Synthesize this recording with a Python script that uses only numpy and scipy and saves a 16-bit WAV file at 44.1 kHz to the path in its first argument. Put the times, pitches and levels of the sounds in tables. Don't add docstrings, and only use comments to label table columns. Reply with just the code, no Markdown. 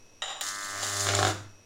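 import sys
import numpy as np
from scipy import signal
from scipy.fft import rfft, irfft, next_fast_len
from scipy.io import wavfile

SR = 44100
rng = np.random.default_rng(int(sys.argv[2]) if len(sys.argv) > 2 else 0)


def int16_out(signal):
    q = np.round(np.clip(np.atleast_2d(signal).T, -1, 1) * 32767)
    wavfile.write(sys.argv[1], SR, q.astype(np.int16))


N = 72765

# frequency in Hz, relative level in dB.
ROOM_TONE_EQ = [(15, 16), (25, -8.5), (108, -4.5), (157, -9), (195, -4.5), (463, -5.5), (775, -11.5),
                (1940, -18), (2610, -14.5), (3160, -18.5), (5730, -21), (13200, -32), (16000, -115)]
# pitch in Hz, level in dB.
WHINE_TONES = [(2573, -70), (5642, -68)]
# start in seconds, level in dB, tilt in dB per octave.
CLACK_HITS = [(0.2201, -3, 2), (.2415, -15, 7), (.304, -11, 1.5), (0.4116, -3, 3), (.8295, -3.5, 1)]
# time in seconds, level in dB.
RATTLE_FADER = [(.222, -29.5), (.26, -38), (.305, -33), (.33, -42), (.37, -42.5), (.41, -52)]
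# pitch in Hz, width in Hz, relative level in dB.
SWITCH_MODES = [(585, 167, -6), (798, 100, -0.5), (1205, 280, -3), (1960, 220, -6), (2930, 280, -2.5),
                (3790, 117, 3.5), (5020, 150, -9.5), (5800, 140, -8), (7110, 103, 1.5), (8660, 31, -5),
                (11080, 150, -19)]
# frequency in Hz, seconds to fall 60 dB.
ROOM_DECAY = [(150, 0.72), (320, 0.34), (1000, 0.49), (6000, 0.38), (14000, 0.37)]
# frequency in Hz, relative level in dB.
SNAP_EQ = [(1000, -29), (3500, 7), (5000, -14), (6800, 7), (8500, -4), (12000, -16), (14500, -5),
           (15800, -9)]
# multiple of twice the mains rate, relative level in dB.
BUZZ_PARTIALS = [(1, -16.5), (2, -16), (3, -6.5), (4, -16), (5, -40), (6, -6), (7, -9), (8, -9.5),
                 (9, -11.5), (10, -3), (11, -0.5), (12, 5), (13, 4), (14, -0.5), (15, 2), (16, 2.5),
                 (17, 2), (18, 4.5), (19, -6), (20, 0.5), (21, -1.5)]
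# time in seconds, level in dB.
BUZZ_FADER = [(.41, -45), (.46, -40), (.55, -39), (.9, -38.5), (1.05, -38), (1.15, -42.5), (1.3, -51)]
# time in seconds, level in dB.
SPARK_FADER = [(.41, -37.5), (.44, -34), (.48, -34), (.52, -39), (.58, -41.5), (.65, -38), (.73, -41.5),
               (.81, -37.5), (.85, -33), (.92, -35), (.96, -32), (1.02, -30.5), (1.06, -32), (1.12, -35.5),
               (1.2, -36), (1.31, -34.5)]
# frequency in Hz, relative level in dB.
SPARK_EQ = [(400, -24.5), (1500, -12), (2600, -13.5), (3600, -5.5), (5000, -3.5), (6000, -4.5), (6600, 1),
            (7400, -1), (8100, -8), (9500, -9), (12000, -20.5), (14000, -20), (15800, -23)]
# time in seconds, roar level in dB, growl level in dB.
FLAME_FADERS = [(.5, -60, -79), (0.701, -51.5, -58), (.82, -39, -48), (.92, -48, -44.5), (1.03, -48, -37),
                (1.09, -30, -36), (1.16, -33, -29), (1.22, -34, -28), (1.3, -33.5, -35)]
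# multiple of the mains rate, relative level in dB.
GROWL_PARTIALS = [(4, -11.5), (6, -11), (8, 3), (9, -3), (12, 2.5), (14, -0.5), (15, 9), (16, -2),
                  (22, -5.5), (23, -8), (26, -7), (27, -3)]
# frequency in Hz, relative level in dB.
ROAR_EQ = [(60, -22), (150, -12), (220, -7), (300, -5.5), (420, -8.5), (700, 0), (950, -6.5), (1400, -5.5),
           (2200, -8), (2900, -9), (3600, -9), (6000, -9.5), (12000, -60)]
# time in seconds, level in dB.
HUM_FADER = [(0.62, -72), (0.654, -84), (0.71, -58), (1.162, -31.5), (1.288, -31.5), (1.37, -43),
             (1.46, -47.5), (1.54, -61), (1.65, -64)]
# start in seconds, level in dB, tilt in dB per octave.
CRACK_HITS = [(1.0694, -2.5, 0), (1.0888, 0, 0.5), (1.1368, -6.5, -2), (1.1508, 0.5, 7), (1.19, 1, -3),
              (1.2117, -10, -9), (1.2292, 3, -2), (1.2504, 2, -1.5), (1.2698, 1, -3), (1.289, -5.5, -5)]
# frequency in Hz, relative level in dB.
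CRACK_EQ = [(100, -13.5), (400, 8), (800, -0.5), (1400, 7.5), (2300, -4.5), (3600, 6.5), (5000, -9.5),
            (7000, 1), (10000, -27), (15000, -41)]
# pitch in Hz, width in Hz, relative level in dB.
PUFF_MODES = [(91, 40, -7), (185, 50, -6.5), (308.3, 23, 3), (379, 72, -0.5)]

MAINS_HZ, TOP_HZ = 50, 15800
STRIKE_S, OUT_S, QUENCH_S = .41, 1.305, .019
IGNITION_S = .00196
TIME = np.arange(N) / SR


def amp(db):
    return 10 ** (np.asarray(db) / 20)


def unit(x):
    return x / np.sqrt(np.mean(x ** 2) + 1e-20)


def fader(rows):
    return amp(np.interp(TIME, *np.transpose(rows)))


def along(points, hz):
    freqs, values = np.transpose(points)
    return np.interp(np.log(hz + 1), np.log(freqs + 1), values)


def through(x, response):
    return signal.fftconvolve(x, response)[:N]


def colour(points, tilt_db=0, size=4096):
    hz = np.fft.rfftfreq(size, 1 / SR)
    curve_db = along(points, hz) + tilt_db * np.log2(np.maximum(hz, points[0][0]))
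    cepstrum = irfft(np.log(amp(curve_db)))
    cepstrum[1:size // 2] *= 2
    cepstrum[size // 2 + 1:] = 0
    response = irfft(np.exp(rfft(cepstrum)))
    return response / np.linalg.norm(response)


def ring(modes, tilt_db=0, size=8192):
    hz = np.fft.rfftfreq(size, 1 / SR)
    spectrum = 0
    for k, (pitch, width, db) in enumerate(modes):
        resonance = 1j * hz * width / (pitch ** 2 - hz ** 2 + 1j * hz * width)
        spectrum += (-1) ** k * amp(db + tilt_db * np.log2(pitch)) * resonance
    response = irfft(spectrum)
    return response / np.linalg.norm(response)


def burst(t60_s):
    t = TIME[:SR // 10]
    noise = rng.standard_normal(len(t)) * amp(-60 * t / t60_s)
    return noise / np.linalg.norm(noise)


def add(track, start_s, x):
    part = track[round(start_s * SR):][:len(x)]
    part += x[:len(part)]


def burning():
    return (TIME > STRIKE_S) * np.clip(1 - (TIME - OUT_S) / QUENCH_S, 0, 1)


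def surges(lag_s, fall_s, trough):
    age_s = (TIME - lag_s) % (.5 / MAINS_HZ)
    return unit(trough + np.exp(-age_s / fall_s))


def flutter(depth_db, lag_s):
    half_cycle = ((TIME - lag_s) * 2 * MAINS_HZ + 1).astype(int)
    return amp(rng.uniform(-1.37 * depth_db, depth_db, N))[half_cycle]


def pulses(partials, hz, scatter_rad):
    phase = 2 * np.pi * hz * (TIME - IGNITION_S)
    return sum(amp(db) * np.cos(k * phase + scatter_rad * rng.standard_normal()) for k, db in partials)


def hiss(response):
    return unit(signal.fftconvolve(rng.standard_normal(N + len(response) - 1), response, "valid"))


def room_tone():
    bed = amp(-56) * hiss(colour(ROOM_TONE_EQ))
    halo = amp(-65.5) * hiss(ring([(5800, 140, 0)]))
    whine = sum(amp(db) * np.sqrt(2) * np.sin(2 * np.pi * hz * TIME) for hz, db in WHINE_TONES)
    return bed + halo + whine


def switch(rattles_per_s=1500, contact_top_hz=7800):
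    metal = np.zeros(N)
    for start_s, db, tilt_db in CLACK_HITS:
        add(metal, start_s, amp(db) * through(burst(t60_s=.013), ring(SWITCH_MODES, tilt_db)))
    contacts = rng.choice([-1, 1], N) * (rng.random(N) < rattles_per_s / SR)
    rattling = (TIME > CLACK_HITS[0][0]) & (TIME < STRIKE_S)
    metal += through(unit(contacts) * fader(RATTLE_FADER) * rattling, ring(SWITCH_MODES))
    return signal.sosfilt(signal.butter(2, contact_top_hz, fs=SR, output="sos"), metal)


def room(x, direct, bloom_s=.0021, walls_t60_s=.038):
    hz, frame_s, bands = signal.stft(rng.standard_normal(SR // 2), SR, nperseg=256)
    decay = amp(-60 * frame_s / along(ROOM_DECAY, hz)[:, None])
    tail = signal.istft(bands * decay, SR, nperseg=256)[1]
    t = np.arange(len(tail)) / SR
    tail *= 1 - np.exp(-t / bloom_s)
    walls = rng.standard_normal(len(t)) * amp(-60 * t / walls_t60_s) * (t > .001)
    response = amp(-2.5) * tail / np.linalg.norm(tail) + amp(-3.5) * walls / np.linalg.norm(walls)
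    response[0] = direct
    return through(x, response / np.linalg.norm(response))


def snap():
    track = np.zeros(N)
    add(track, STRIKE_S, amp(-6) * through(burst(t60_s=.013), colour(SNAP_EQ)))
    return track


def buzz(split_hz=950, thin_db=-2.5, filled_s=.96):
    hz = 2 * MAINS_HZ
    low = pulses([(k, db) for k, db in BUZZ_PARTIALS if k * hz <= split_hz], hz, scatter_rad=.6)
    high = pulses([(k, db) for k, db in BUZZ_PARTIALS if k * hz > split_hz], hz, scatter_rad=.6)
    filling = fader([(STRIKE_S, thin_db), (filled_s, 0)])
    tone = (filling * low + high) / np.std(low + high)
    return tone * flutter(depth_db=.5, lag_s=0) * fader(BUZZ_FADER) * burning()


def sparks(per_s=5400, spread_db=3, lag_s=.0063):
    hits = rng.random(N) < per_s / SR
    sizes = rng.choice([-1, 1], N) * amp(spread_db * np.minimum(rng.exponential(size=N), 3))
    spits = flutter(depth_db=2, lag_s=lag_s) * surges(lag_s, fall_s=.0018, trough=.35)
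    return through(unit(hits * sizes * spits) * fader(SPARK_FADER) * burning(), colour(SPARK_EQ))


def roar():
    swell = fader([(s, db) for s, db, _ in FLAME_FADERS]) * burning()
    pulsing = surges(lag_s=.0076, fall_s=.0016, trough=.2)
    return through(swell * pulsing * rng.standard_normal(N), colour(ROAR_EQ))


def growl(lopsided_s=1.184, fade_in_s=.06):
    swell = fader([(s, db) for s, _, db in FLAME_FADERS]) * burning()
    even = pulses([(k, db) for k, db in GROWL_PARTIALS if k % 2 == 0], MAINS_HZ, scatter_rad=1.35)
    odd = pulses([(k, db) for k, db in GROWL_PARTIALS if k % 2 == 1], MAINS_HZ, scatter_rad=1.35)
    lopsided = np.clip((TIME - lopsided_s) / fade_in_s, 0, 1)
    return swell * (even + lopsided * odd) / np.std(even + odd)


def hum():
    return fader(HUM_FADER) * unit(pulses([(2, 0)], MAINS_HZ, scatter_rad=0))


def cracks(suction=.46, gap_s=.00034, sputter_db=-5):
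    track = np.zeros(N)
    for start_s, db, tilt_db in CRACK_HITS:
        push = amp(db) * colour(CRACK_EQ, tilt_db) / np.hypot(1, suction)
        add(track, start_s, push)
        add(track, start_s + gap_s, -suction * push)
        add(track, start_s + 2 * gap_s, amp(sputter_db) * through(burst(t60_s=.038), push))
    return track


def puff(peak_s=1.296, half_length_s=.021):
    swell = amp(-33.5) * np.exp(-((TIME - peak_s) / half_length_s) ** 2)
    return through(swell * rng.standard_normal(N), ring(PUFF_MODES))


def scene():
    mix = room(switch(), direct=.79)
    mix += buzz() + room(sparks(), direct=1.14)
    mix += growl() + room(roar() + puff(), direct=.9) + hum()
    mix += room(snap() + cracks(), direct=1.5)
    return (mix + room_tone())[None]


def record(dry):
    size = next_fast_len(N + SR // 2)
    passband = np.fft.rfftfreq(size, 1 / SR) < TOP_HZ
    return irfft(rfft(dry, size) * passband, size)[..., :N]


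dry = scene()
out = record(dry)
int16_out(out)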